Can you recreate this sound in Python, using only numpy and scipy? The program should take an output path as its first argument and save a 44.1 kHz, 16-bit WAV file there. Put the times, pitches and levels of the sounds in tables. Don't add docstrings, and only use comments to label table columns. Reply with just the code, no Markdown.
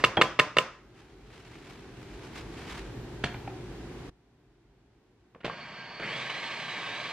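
import sys
import numpy as np
from scipy import signal
from scipy.fft import rfft, irfft
from scipy.io import wavfile
from scipy.ndimage import uniform_filter1d

SR = 44100
rng = np.random.default_rng(int(sys.argv[2]) if len(sys.argv) > 2 else 0)


def store_pcm(level_fs):
    pcm = np.round(np.clip(level_fs, -1, 1) * 32767).astype(np.int16)
    wavfile.write(sys.argv[1], SR, np.atleast_2d(pcm).T)


N = 313992
T = np.arange(N) / SR
FREQS = np.maximum(np.fft.rfftfreq(N, 1 / SR), 1)
HIT_HZ = np.maximum(np.fft.rfftfreq(SR, 1 / SR), 1)

# power on [s], power off [s].
POWER = [(5.997, 6.51), (6.89, 7.2)]
CATCH_S = POWER[0][0]
SWITCH_S = 5.445


def spoon():
    # start [s], jar body [dB], bright clack [dB],
    # clack pitch [Hz], band that the spot favours [Hz], its lift [dB].
    taps = [(0.0387, -9, -24, 2900, 1260, 1.5), (0.0477, -21.5, -9, 2800, 520, 2.5),
            (0.2132, -9, -18.5, 2800, 1250, 3), (.2192, -13, -8, 2820, 1110, 1.5),
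            (0.3902, -14, -22, 2830, 1340, 3), (0.3968, -11, -7.5, 2770, 1750, 3),
            (.5680, -13.5, -24, 2820, 573, 4), (0.5853, -15.5, -6, 2840, 600, 6)]
    # pitch [Hz], relative level [dB], t60 [s].
    jar_modes = [(372.4, 1, 0.28), (602, 2.5, .22), (853, -10, .3), (1030, 4.5, .38), (1180, -2, .45),
                 (1275, -1, .5), (1712, -8, 0.29), (1857, -10, 0.34), (2756, -15, 0.35), (3130, -16, .45),
                 (3451, -14, .27)]
    # multiple of the clack pitch, relative level [dB], t60 [s].
    clack_modes = [(.77, -10, .008), (1, 0, .011), (1.27, -11, .010), (1.85, -18, .01)]
    # centre [Hz], width [Hz], relative lift [dB].
    jar_body = [(413, 32, 5.5), (519, 24, 4.5), (608, 62, 9), (900, 70, -3.5), (1022.6, 25, 13),
                (1276, 90, 7), (1830, 140, 5), (2200, 150, 5.5), (2420, 250, -5.5), (2730, 210, 8.5),
                (3228, 180, -5), (3570, 150, 8), (4610, 210, 3.5)]
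    # frequency [Hz], relative level [dB per Hz].
    tap_colour = [(30, -41), (70, -24), (130, -5.5), (230, -10.5), (480, -4), (800, -14.5), (1200, -2.5),
                  (1550, -8.5), (2100, -5.5), (3000, -13.5), (4200, -17.5), (7000, -35.5), (11000, -42),
                  (15000, -53.5)]
    # frequency [Hz], relative level [dB per Hz].
    crack_colour = [(500, -20), (3000, 6), (4700, 6.5), (6000, -2.5), (7800, 1.5), (11000, -11.5),
                    (13200, -4.5), (15000, -10)]
    # frequency [Hz], relative level [dB per Hz].
    spill_colour = [(40, -29.5), (130, -4.5), (500, -2.5), (830, -7), (1150, -1), (1550, -6), (2700, -7.5),
                    (4000, -17), (5300, -16.5), (8000, -28.5), (11000, -38), (15000, -52)]
    near, spill = np.zeros(N), np.zeros(N)
    body_lift = lifts(jar_body, HIT_HZ)
    colour = at_hz(tap_colour, HIT_HZ) + body_lift
    shell = body_response(.45 * body_lift)
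    crack = body_response(at_hz(crack_colour, HIT_HZ))
    all_round = shell * body_response(at_hz(spill_colour, HIT_HZ))
    linger = rms_one(irfft(all_round * rfft(rng.standard_normal(SR)), SR))
    add(near, 0, from_db(-39.5) * linger * dying(t60=.4))
    for s, body_db, clack_db, clack_hz, favoured_hz, favour_db in taps:
        body = body_response(colour + lifts([(favoured_hz, 400, favour_db)], HIT_HZ))
        jar = burst(body, t60=.04) + from_db(-31.5) * ring(jar_modes, spread_db=2.5)
        add(near, s, from_db(body_db) * jar)
        clack = ring([(clack_hz * ratio, db, t60) for ratio, db, t60 in clack_modes], spread_db=1.5)
        clack += from_db(-7.5) * burst(crack, t60=0.003, count=2)
        add(near, s, from_db(clack_db) * irfft(shell * rfft(clack), SR))
        spill_gain = np.hypot(from_db(body_db), from_db(clack_db - 7))
        add(spill, s, spill_gain * burst(all_round, t60=0.026))
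    return near, spill


def motor():
    # centre [Hz], width [Hz], relative lift [dB].
    housing = [(594, 53, 7.5), (720, 66, 7), (930, 32, 12.5), (1137, 100, 7), (1403, 200, -7),
               (1610, 40, 14.5), (1780, 100, 6.5), (1957, 40, 8.5), (2170, 110, 10), (2315, 73, 14.5),
               (2495, 70, 7), (2914, 70, 12), (3270, 160, 8), (3750, 39.8, 8.5), (5320, 130, 9)]
    # frequency [Hz], relative level [dB per Hz].
    idle_colour = [(24, -55), (40, -43.5), (80, -19), (100, -11.5), (132, 2.5), (306, -10.5), (910, -6.5),
                   (1390, -6), (1610, -7.5), (3070, -11), (4030, -20), (4560, -17), (8480, -39.5),
                   (10900, -62), (15000, -74.5)]
    # frequency [Hz], relative level [dB per Hz].
    whir_colour = [(15, -80), (25, -56), (48, -35), (80, -32), (101, -15), (123, -8), (401, -8), (911, -5),
                   (1000, -7.5), (1130, 1), (1370, -6), (1590, -3), (3280, -5.5), (8000, -26.5),
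                   (10400, -62), (17600, -120)]
    speed, torque = shaft_motion()
    turn = 2 * np.pi * np.cumsum(speed * (1 + .006 * wobble(110))) / SR
    housing_db = lifts(housing, FREQS)
    creep = noise(at_hz(idle_colour, FREQS) + .6 * housing_db)
    creep += from_db(-10) * narrow(1592, width_hz=40)
    air = noise(at_hz(whir_colour, FREQS) + 0.59 * housing_db)
    air = air * (1 + .1 * np.sin(turn)) * from_db(1.0 * wobble(60))
    hiss_colour = [(5000, -34), (8000, -2.5), (10000, -6.0), (15000, -15.5)]
    hiss = from_db(-29.0) * noise(at_hz(hiss_colour, FREQS))
    fan = from_db(-10.4) * np.sin(13 * turn) * (1 + .56 * narrow(0, 190))
    fan *= (np.maximum(speed, 240) / 300) ** -2.2
    shaft = from_db(-24.0) * np.sin(turn) + from_db(-21.5) * np.sin(2 * turn)
    grit_colour = [(500, -30), (1100, 1), (1500, -6), (2300, 0.5), (3300, -2), (5000, -24), (9000, -50)]
    grit = noise(at_hz(grit_colour, FREQS) + .6 * housing_db)
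    grit = rms_one(grit * from_db(5 * wobble(45)))
    running = air + from_db(-10) * grit + hiss + fan + shaft
    shudder_colour = [(40, -46), (90, -24.0), (115, -1.5), (150, -4.5), (220, -9.0), (600, -7.0),
                      (1200, -33.5), (5000, -69.0)]
    shudder = noise(at_hz(shudder_colour, FREQS))
    rasp = np.sin(9.1 * turn) * narrow(0, 1400)
    strain = torque * (from_db(-41.5) * shudder + from_db(-38) * rasp)
    chatter = narrow(2070, width_hz=810) * (1 + .5 * np.sin(turn))
    chatter = rms_one(chatter * from_db(3.1 * wobble(130)))
    surge = from_db(-23.5) * rise(CATCH_S, 0.062) ** 2 * (1 - rise(CATCH_S, 0.061)) * chatter
    creeping = from_db(-45) * rise(SWITCH_S, 0.013) * creep
    whir = from_db(-38.5) * rise(CATCH_S, 0.056) * running
    return creeping + whir + strain + surge + whistle()


def shaft_motion():
    kick, top = 160, 345
    spin_up_s, coast_s = .205, 2.2
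    speed, pull = np.full(N, float(kick)), np.zeros(N)
    for on, off in POWER:
        shortfall = (top - np.interp(on, T, speed)) * (1 - rise(on, spin_up_s))
        speed = np.where(T < on, speed, top - shortfall)
        speed = np.where(T < off, speed, np.interp(off, T, speed) * (1 - rise(off, coast_s)))
        pull += shortfall / (top - kick) * ((T >= on) & (T < off))
    eased = uniform_filter1d(speed, round(.06 * SR))
    friction = 0.11
    return eased, np.hypot(pull, friction) * rise(CATCH_S, 0.0036)


def whistle():
    creep_hz, running_hz, wander_hz = 4450, 4490, 16
    hz = creep_hz + (running_hz - creep_hz) * rise(CATCH_S, .08) + wander_hz * wobble(40)
    tone = rms_one(np.sin(2 * np.pi * np.cumsum(hz) / SR) * (1 + .42 * narrow(0, 70)))
    settled = ramp(6.18, length_s=0.055)
    level_db = -56.5 * (1 - settled) - 63 * settled
    return tone * from_db(level_db) * rise(SWITCH_S, 0.12)


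def knocks():
    # start [s], level [dB], treble edge [Hz], t60 [s],
    # main ring [Hz], ring level relative to the knock [dB], ring t60 [s].
    contacts = [(0.1703, -20, 2280, .07, 3260, 0, .08), (.1725, -22.5, 1400, 0.061, 780, 7.5, 0.043),
                (.179, -26, 1200, .06, 850, 5, .05), (.186, -23.5, 920, .14, 359, -2.5, 0.15),
                (3.238, -28, 7250, .08, 3170, 0, .035), (3.2397, -22, 4600, 0.04, 1650, 3, 0.009),
                (3.2427, -29.5, 440, 0.073, 136, 5.5, 0.12), (3.251, -38, 4500, 0.16, 700, -1, 0.14),
                (3.344, -38, 3000, 0.042, 2380, 5, 0.02), (3.3452, -39.5, 1500, .025, 794, 7, 0.018),
                (3.475, -41, 2750, 0.05, 2520, 0, .015), (3.477, -37.5, 1400, 0.034, 776, 12, .033),
                (5.347, -49, 2540, 0.039, 1130, 2, 0.04), (5.356, -48.5, 1100, 0.076, 484, 3.5, 0.074),
                (5.4048, -52.5, 3500, 0.065, 2870, -1, 0.055), (5.410, -56, 3500, 0.071, 1420, 6, .05),
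                (5.4317, -48, 2720, 0.1, 1880, -1, 0.055), (5.4447, -31, 4200, 0.061, 319, -1, 0.066),
                (5.4476, -33.5, 4200, 0.037, 593, 3.5, 0.055),
                (5.454, -29.5, 4760, 0.031, 985, -0.5, 0.033), (5.4622, -31.5, 4770, .045, 387, -3, 0.051),
                (5.480, -36, 3020, 0.019, 667, 10.5, 0.019), (5.498, -39, 3000, 0.022, 1130, 12, 0.027),
                (5.9975, -35, 4500, 0.036, 600, -4.5, 0.043)]
    # frequency [Hz], relative level [dB per Hz].
    knock_colour = [(40, -26), (130, 2), (260, -0.5), (700, -4), (1150, -7), (1700, -5), (2800, -6),
                    (6000, -17.5), (11000, -19), (15000, -43)]
    out, colour = np.zeros(N), at_hz(knock_colour, HIT_HZ)
    for s, db, edge_hz, t60, ring_hz, ring_db, ring_t60 in contacts:
        body = body_response(colour - 10 * np.log10(1 + (HIT_HZ / edge_hz) ** 6))
        knock = burst(body, t60) + ring([(ring_hz, ring_db, ring_t60)], spread_db=1.0)
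        add(out, s, from_db(db) * knock)
    return out


def background():
    # frequency [Hz], relative level [dB per Hz].
    room_colour = [(15, -43.5), (25, -24.5), (49, 0), (81, -9), (118, -3.5), (202, -10), (383, -5),
                   (490, -16), (637, -20.5), (729, -17), (1280, -25), (1540, -23.5), (4150, -31.5),
                   (12400, -46), (13500, -49), (15000, -64)]
    # pitch [Hz], level relative to the rumble [dB].
    room_lines = [(49, -14), (121, -10), (1583, -30.5), (13006, -42)]
    # frequency [Hz], relative level [dB per Hz].
    rustle_colour = [(300, -13), (900, 0), (2400, -0.5), (5000, -9.5), (9000, -19), (15000, -33.5)]
    colour = at_hz(room_colour, FREQS)
    rumble = diffuse(noise(colour), noise(colour))
    hum = sum(from_db(db) * narrow(hz, 10.0) for hz, db in room_lines)
    colour = at_hz(rustle_colour, FREQS)
    rustle = diffuse(noise(colour), noise(colour), closeness=2.0)
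    rustle = rustle * from_db(2.2 * wobble(100) + 1.2 * wobble(18))
    return background_gain() * (rumble + hum) + rustle_level() * rustle


def background_gain():
    climb_s, climb_db_per_s, full_db = 0.58, 8.5, -42.5
    dip_db = np.interp(T, [0, climb_s], [-45, -58.5])
    before_db = np.minimum(dip_db + climb_db_per_s * np.maximum(T - climb_s, 0), full_db)
    stepped = ramp(4.094, length_s=0.011)
    after_db = -63.5 - 4 * np.maximum(T - SWITCH_S, 0)
    return from_db(before_db * (1 - stepped) + after_db * stepped)


def rustle_level():
    # peak time [s], level [dB], rise [s], fall [s].
    handling = [(.98, -59.5, 0.035, 0.15), (1.339, -54.5, 0.028, 0.17), (1.71, -52, 0.21, 0.087),
                (2.27, -53.5, 0.35, 0.057), (2.378, -43, 0.025, 0.03), (2.61, -48, 0.095, 0.054),
                (2.698, -42, 0.041, 0.1)]
    strokes = []
    for s, db, rise_s, fall_s in handling:
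        distance = np.maximum((s - T) / rise_s, (T - s) / fall_s)
        strokes.append(from_db(db) * np.exp(-distance))
    return np.linalg.norm(strokes, axis=0)


def kitchen(x):
    # frequency [Hz], t60 [s].
    decay_times = [(100, 0.39), (400, 0.36), (1200, 0.51), (3000, 0.42), (6000, 0.46), (14000, 0.31)]
    tails, edges = np.zeros((2, SR)), np.geomspace(60, 16000, 9)
    for low, high in zip(edges, edges[1:]):
        octave = signal.butter(2, [low, high], "band", fs=SR, output="sos")
        band = signal.sosfilt(octave, rng.standard_normal((2, SR)))
        tails += band * dying(at_hz(decay_times, np.sqrt(low * high))) * (1 - dying(0.021))
    response = rms_one(diffuse(*tails, closeness=1.8)) / np.sqrt(SR)
    return signal.fftconvolve(x[None], response, axes=1)[:, :N]


def microphones(x):
    # frequency [Hz], left lag [radians], left-right level [dB],
    # scattered share [dB].
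    capsules = [(200, 0, -.1, -40), (1200, .06, -.6, -25), (2400, .35, -1.8, -19), (4000, .9, -2.4, -10),
                (7000, 1.6, -1.3, -5), (11000, 3.0, -.3, -9), (15000, 3.15, 0, -12)]
    lag, pan_db, scatter_db = (at_hz([(row[0], row[k]) for row in capsules], FREQS) for k in range(1, 4))
    echoes = rfft(rng.standard_normal((2, SR)) * dying(0.12), N)
    paths = 1 + from_db(scatter_db) * echoes / np.sqrt(np.mean(abs(echoes) ** 2))
    sides = np.array([np.exp(-1j * lag) * from_db(pan_db / 2), from_db(-pan_db / 2)])
    return irfft(rfft(x) * paths * sides, N)


def diffuse(a, b, closeness=1):
    # frequency before closeness scales it [Hz], correlation.
    likeness = [(50, 1), (130, 1), (300, 0.93), (600, 0.8), (1200, 0.87), (2400, 0.23), (4000, -0.048),
                (7000, -0.26), (12000, -0.78)]
    hz = (np.fft.rfftfreq(len(a), 1 / SR) + 1) / closeness
    alike = np.clip(at_hz(likeness, hz), -.99, .999)
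    mid = irfft(rfft(a) * np.sqrt((1 + alike) / 2), len(a))
    side = irfft(rfft(b) * np.sqrt((1 - alike) / 2), len(a))
    return np.array([mid + side, mid - side])


def ring(modes, spread_db):
    out = np.zeros(SR)
    for k, (hz, db, t60) in enumerate(modes):
        strength = (-1) ** k * from_db(db + spread_db * rng.normal())
        out += strength * np.sin(2 * np.pi * hz * T[:SR]) * dying(t60)
    return out


def burst(body, t60, count=5):
    delays = rng.uniform(.3, 1.7, (count, 1))
    delays *= abs(t60) / np.log(10 ** 6) / delays.sum()
    trip = np.exp(-2j * np.pi * np.arange(len(body)) * delays)
    spread = np.prod((trip - .65) / (1 - .65 * trip), axis=0)
    return rms_one(irfft(body * spread, SR)) * np.sqrt(np.mean(dying(t60) ** 2))


def body_response(shape_db):
    cepstrum = irfft(np.log(from_db(shape_db)), SR)
    cepstrum[0] /= 2
    return np.exp(rfft(2 * cepstrum[:SR // 2], SR))


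def lifts(resonances, freqs):
    return sum(db / (1 + (2 * (freqs - hz) / width) ** 2) for hz, width, db in resonances)


def noise(shape_db):
    phases = np.exp(2j * np.pi * rng.random(len(FREQS)))
    return rms_one(irfft(phases * from_db(shape_db), N))


def narrow(hz, width_hz):
    return noise(-20 * np.log10(1 + (2 * (FREQS - hz) / width_hz) ** 2))


def wobble(rate_hz):
    knots = rng.standard_normal(N // 10)
    return rms_one(np.interp(2 * abs(rate_hz) * T, np.arange(len(knots)), knots))


def dying(t60):
    return from_db(-60 * T[:SR] / max(t60, 1e-3))


def rise(start_s, lag_s):
    return 1 - np.exp(-np.maximum(T - start_s, 0) / max(lag_s, 1e-3))


def ramp(start_s, length_s):
    return np.clip((T - start_s) / length_s, 0, 1)


def at_hz(points, hz):
    return np.interp(np.log(hz), np.log(np.array(points)[:, 0]), np.array(points)[:, 1])


def from_db(db):
    return 10 ** (np.asarray(db) / 20)


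def rms_one(x):
    return x / np.sqrt(np.mean(x ** 2) + 1e-20)


def add(out, s, sound):
    i = max(round(s * SR), 0)
    out[i:i + len(sound)] += sound[:N - i]


def scene():
    taps, spill = spoon()
    thuds = knocks()
    drive = motor()
    reflected = kitchen(from_db(-12) * spill + from_db(-9.0) * thuds + from_db(-13.5) * drive)
    return microphones(taps + thuds + drive) + reflected + background()


def record(dry):
    return signal.sosfilt(signal.ellip(10, .1, 80, 15300, fs=SR, output="sos"), dry)


dry = scene()
out = record(dry)
store_pcm(out)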